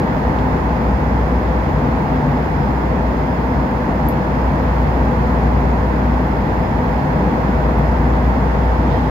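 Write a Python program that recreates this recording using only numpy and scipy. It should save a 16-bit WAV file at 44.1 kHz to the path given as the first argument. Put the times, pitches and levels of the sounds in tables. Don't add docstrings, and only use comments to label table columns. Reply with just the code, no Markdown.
import sys
import numpy as np
from scipy import signal
from scipy.fft import rfft, irfft, next_fast_len
from scipy.io import wavfile

SR = 44100
rng = np.random.default_rng(int(sys.argv[2]) if len(sys.argv) > 2 else 0)


def bounce(signal):
    frames = np.transpose(np.atleast_2d(signal))
    limited = np.clip(frames, -1, 1)
    pcm = np.round(limited * 32767).astype(np.int16)
    wavfile.write(sys.argv[1], SR, pcm)


def voltage_ratio(decibels):
    exponent = np.asarray(decibels, float) / 20
    return 10 ** exponent


N = 401310


def rms_one(x):
    return x / np.sqrt(np.mean(x ** 2) + 1e-20)


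def in_time(rows):
    s, *columns = np.transpose(rows)
    return [np.interp(np.arange(N) / SR, s, c) for c in columns]


def at_hz(points, hz):
    at, *columns = np.transpose(points)
    return [np.interp(np.log(hz + 1), np.log(at), c) for c in columns]


def resonate(x, hz, width_hz):
    r = np.exp(-np.pi * width_hz / SR)
    zeros = np.array([1, 0, -1]) * (1 - r * r) / 2
    poles = [1, -2 * r * np.cos(2 * np.pi * hz / SR), r * r]
    return signal.lfilter(zeros, poles, x)


def strokes(rows):
    t = np.arange(N) / SR
    gain = np.zeros(N)
    for s, rise, hold, fall, db in rows:
        corners = s + np.cumsum([0, rise, hold, fall])
        gain += voltage_ratio(db) * np.interp(t, corners, [0, 1, 1, 0])
    return gain


# (frequency [Hz], width [Hz], lift [dB])
PANELS = [(89, 8.6, 1.5), (146.4, 13.6, 6.5), (250.3, 22, 3.5), (304, 9.1, 5.5), (497.6, 39, 6),
          (621.5, 38, 4.5), (2676, 340, 4)]
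# (frequency [Hz], likeness [0-1], lead of the right port [rad])
LIKENESS = [(60, .999, .02), (140, .98, 0), (250, .965, .05), (350, .77, -.08), (500, .82, -.12),
            (570, .51, .49), (680, .5, .7), (900, .49, -.08), (1050, .21, -1.13), (1200, .18, -2.74),
            (1900, .32, -2.72), (2100, .15, -.9), (2400, .34, -1.6), (3000, .15, -4.2)]


def cabin_field(spectrum, shading):
    size = next_fast_len(N)
    hz = np.fft.rfftfreq(size, 1 / SR)
    shared, own = rfft(rng.standard_normal((2, size)))
    level_db = at_hz(spectrum, hz)[0]
    for panel_hz, width_hz, lift_db in PANELS:
        level_db = level_db + lift_db / (1 + (2 * (hz - panel_hz) / width_hz) ** 2)
    alike, lead = at_hz(LIKENESS, hz)
    alike = np.clip(alike, 0, 1)
    right = alike * np.exp(1j * lead) * shared + np.sqrt(1 - alike ** 2) * own
    lean_db = at_hz(shading, hz)[0] / 2
    ports = np.array([shared * voltage_ratio(level_db + lean_db), right * voltage_ratio(level_db - lean_db)])
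    pair = irfft(ports, size)[:, :N]
    return pair / np.std(pair.mean(axis=0))


# (time [s], level about the mean [dB])
SWELL = [(0, 0.7), (1.1, -0.4), (2.0, .3), (3.0, -0.56), (3.9, -.4), (4.9, .5), (6.3, -0.27), (7.3, .5),
         (9.1, .1)]


def flow_gain(mean_db, follows):
    return voltage_ratio(mean_db + follows * in_time(SWELL)[0])


# (frequency [Hz], density [dB per Hz])
HISS = [(7000, -30), (8300, -7), (9300, 1), (11000, -1), (13500, 1.5), (16000, 3), (18000, -4)]
# (frequency [Hz], left minus right [dB])
AIR_LEFT_OVER_RIGHT = [(3400, -10), (3900, 0), (4500, 0), (5000, -5), (5800, -.1), (6300, -1),
                       (6900, -15.5), (7800, -7), (8400, 0), (9000, 1.1), (11000, 3), (13300, 5),
                       (15500, 7)]


def top_hiss():
    return flow_gain(-61, .7) * cabin_field(HISS, AIR_LEFT_OVER_RIGHT)


# (frequency [Hz], density [dB per Hz])
VENT = [(3000, -29), (3600, -8), (3850, -1), (4200, 2), (4700, -0.5), (5100, -2.5), (5450, -5.5),
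        (6100, -6.5), (6800, -9), (7300, -16.5), (8300, -22.5), (10000, -33)]


def vent_air():
    return flow_gain(-53.5, .9) * cabin_field(VENT, AIR_LEFT_OVER_RIGHT)


# (frequency [Hz], width [Hz], left rms [dB], right rms [dB])
ROTORS = [(77, 1.6, -37, -38), (195, 3, -33, -34.5), (3890, 4, -67, -80)]
# (frequency [Hz], width [Hz], left rms [dB], right rms [dB])
WHINE = [(4940, 20, -76, -69), (4995, 18, -65.5, -63), (5055, 18, -78, -63), (5085, 20, -70, -74),
         (5125, 26, -80, -70)]


def rotor_lines():
    out = np.zeros((2, N))
    for hz, width_hz, left_db, right_db in ROTORS + WHINE:
        noise = rng.standard_normal(N + SR)
        line = resonate(resonate(noise, hz, width_hz), hz, width_hz)[SR:]
        out += rms_one(line) * voltage_ratio(np.array([[left_db], [right_db]]))
    return out


# (time [s], peak [dB], frequency [Hz], width [Hz], left minus right [dB])
TICKS = [
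    (.3875, -28, 3100, 700, 4),
    (2.306, -49, 13500, 1500, 4),
    (3.712, -46, 13000, 1500, 6),
    (4.0855, -26, 13000, 1000, 6),
    (4.0864, -18, 11800, 700, 5),
    (4.0914, -32, 12000, 800, 0),
    (5.601, -47, 15000, 700, -0.5),
    (5.66, -47, 12500, 1800, -3),
    (7.788, -38, 12400, 1000, 3),
    (8.03, -47, 13500, 1800, 1),
]


def trim_ticks():
    tail_db, tail_t60_s = -18, .11
    out, t = np.zeros((2, N)), np.arange(SR // 5) / SR
    for s, peak_db, hz, width_hz, lean_db in TICKS:
        decay = 2 * np.pi * width_hz * t
        ring = np.sin(2 * np.pi * hz * t) * decay ** 2 * np.exp(2 - decay) / 4
        hissy = resonate(rng.standard_normal((2, len(t))), hz * 1.25, 5.0 * width_hz)
        scatter = rms_one(resonate(hissy, hz * 1.04, 3.5 * width_hz))
        tail = voltage_ratio(tail_db - 60 * t / tail_t60_s) * np.minimum(t / 0.0026, 1) * scatter
        at = round(s * SR)
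        gain = voltage_ratio(peak_db + lean_db * np.array([[.5], [-.5]]))
        out[:, at:at + len(t)] += gain * (ring + tail)
    return out


# (start [s], attack [s], hold [s], release [s], rms [dB])
BRUSHES = [
    (8.35, .15, .35, .1, -55),
    (8.86, .06, .01, .08, -44),
    (8.95, .04, .2, .1, -49),
]


def rustle():
    roughness = voltage_ratio(3.0 * rng.standard_normal((2, N)))
    grain = rng.standard_normal((2, N)) * roughness
    return strokes(BRUSHES) * rms_one(resonate(resonate(grain, 3100, 1800), 3200, 2200))


# (start [s], attack [s], hold [s], release [s], rms [dB])
FITTING = [
    (8.925, .025, .03, .025, -51),
]


def fitting():
    ring = np.sqrt(2) * np.sin(2 * np.pi * 3170 * np.arange(N) / SR)
    return strokes(FITTING) * voltage_ratio(np.array([[-5.0], [2.5]])) * ring


# (time [s], rms [dB])
HUM = [(0, -24.5), (1.25, -18.5), (1.9, -24), (3.1, -22), (3.8, -25), (4.4, -21), (5.3, -17.5),
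       (6.1, -18.5), (7.05, -24.5), (7.6, -18.5), (8.2, -17), (8.9, -18), (9.1, -21)]


def shaft_hum():
    cruise_hz, eased_hz = 60.4, 59.35
    ease_from_s, ease_to_s = 3.0, 7.5
    turns_hz = np.interp(np.arange(N) / SR, [ease_from_s, ease_to_s], [cruise_hz, eased_hz])
    lean_db = np.array([[.45], [-.45]])
    phase = 2 * np.pi * np.cumsum(turns_hz) / SR
    return np.sqrt(2) * voltage_ratio(in_time(HUM)[0] + lean_db) * np.sin(phase)


# (frequency [Hz], density [dB per Hz])
RUSH = [(230, -18), (320, 0), (570, -3.5), (900, 1), (1050, -4), (1350, -10), (1900, -12), (2150, -18),
        (2450, -23.5), (3000, -30), (3500, -30.5), (3720, -34), (4200, -60), (6000, -80)]
# (frequency [Hz], left minus right [dB])
LEFT_OVER_RIGHT = [(60, .9), (140, 2.7), (250, 1.4), (420, 4.5), (600, .7), (850, -2.5), (1300, -.2),
                   (2000, -4.2), (2400, -4.8), (2700, -3), (3000, -5.5), (3400, -9), (3900, 1.4)]


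def boundary_layer_rush():
    return flow_gain(-22, 0.91) * cabin_field(RUSH, LEFT_OVER_RIGHT)


# (frequency [Hz], density [dB per Hz])
RUMBLE = [(24, -22), (33, -21.5), (40, -20), (46, -2.5), (54, 4), (70, 1.5), (110, -1), (180, 0.5),
          (260, 0), (285, -5.5), (330, -15.5), (420, -56)]


def jet_rumble():
    return flow_gain(-18.5, 1.3) * cabin_field(RUMBLE, LEFT_OVER_RIGHT)


def scene():
    air = top_hiss() + vent_air()
    near_seat = trim_ticks() + rustle() + fitting()
    roar = boundary_layer_rush() + jet_rumble()
    return air + rotor_lines() + near_seat + shaft_hum() + roar


def band_limit(x):
    return signal.sosfilt(signal.butter(12, 16580, fs=SR, output="sos"), x)


# (frequency [Hz], width [Hz], depth [dB])
PORT_DIP = (8280, 1150, -8)


def record(dry):
    dip_hz, width_hz, depth_db = PORT_DIP
    ports = dry - (1 - voltage_ratio(depth_db)) * resonate(dry, dip_hz, width_hz)
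    low_pass = signal.ellip(14, .3, 60, 15760, fs=SR, output="sos")
    ports = signal.sosfilt(low_pass, ports)
    ports = ports * np.minimum(np.arange(N)[::-1] / (.001 * SR), 1)
    return band_limit(ports)


dry = scene()
out = record(dry)
bounce(out)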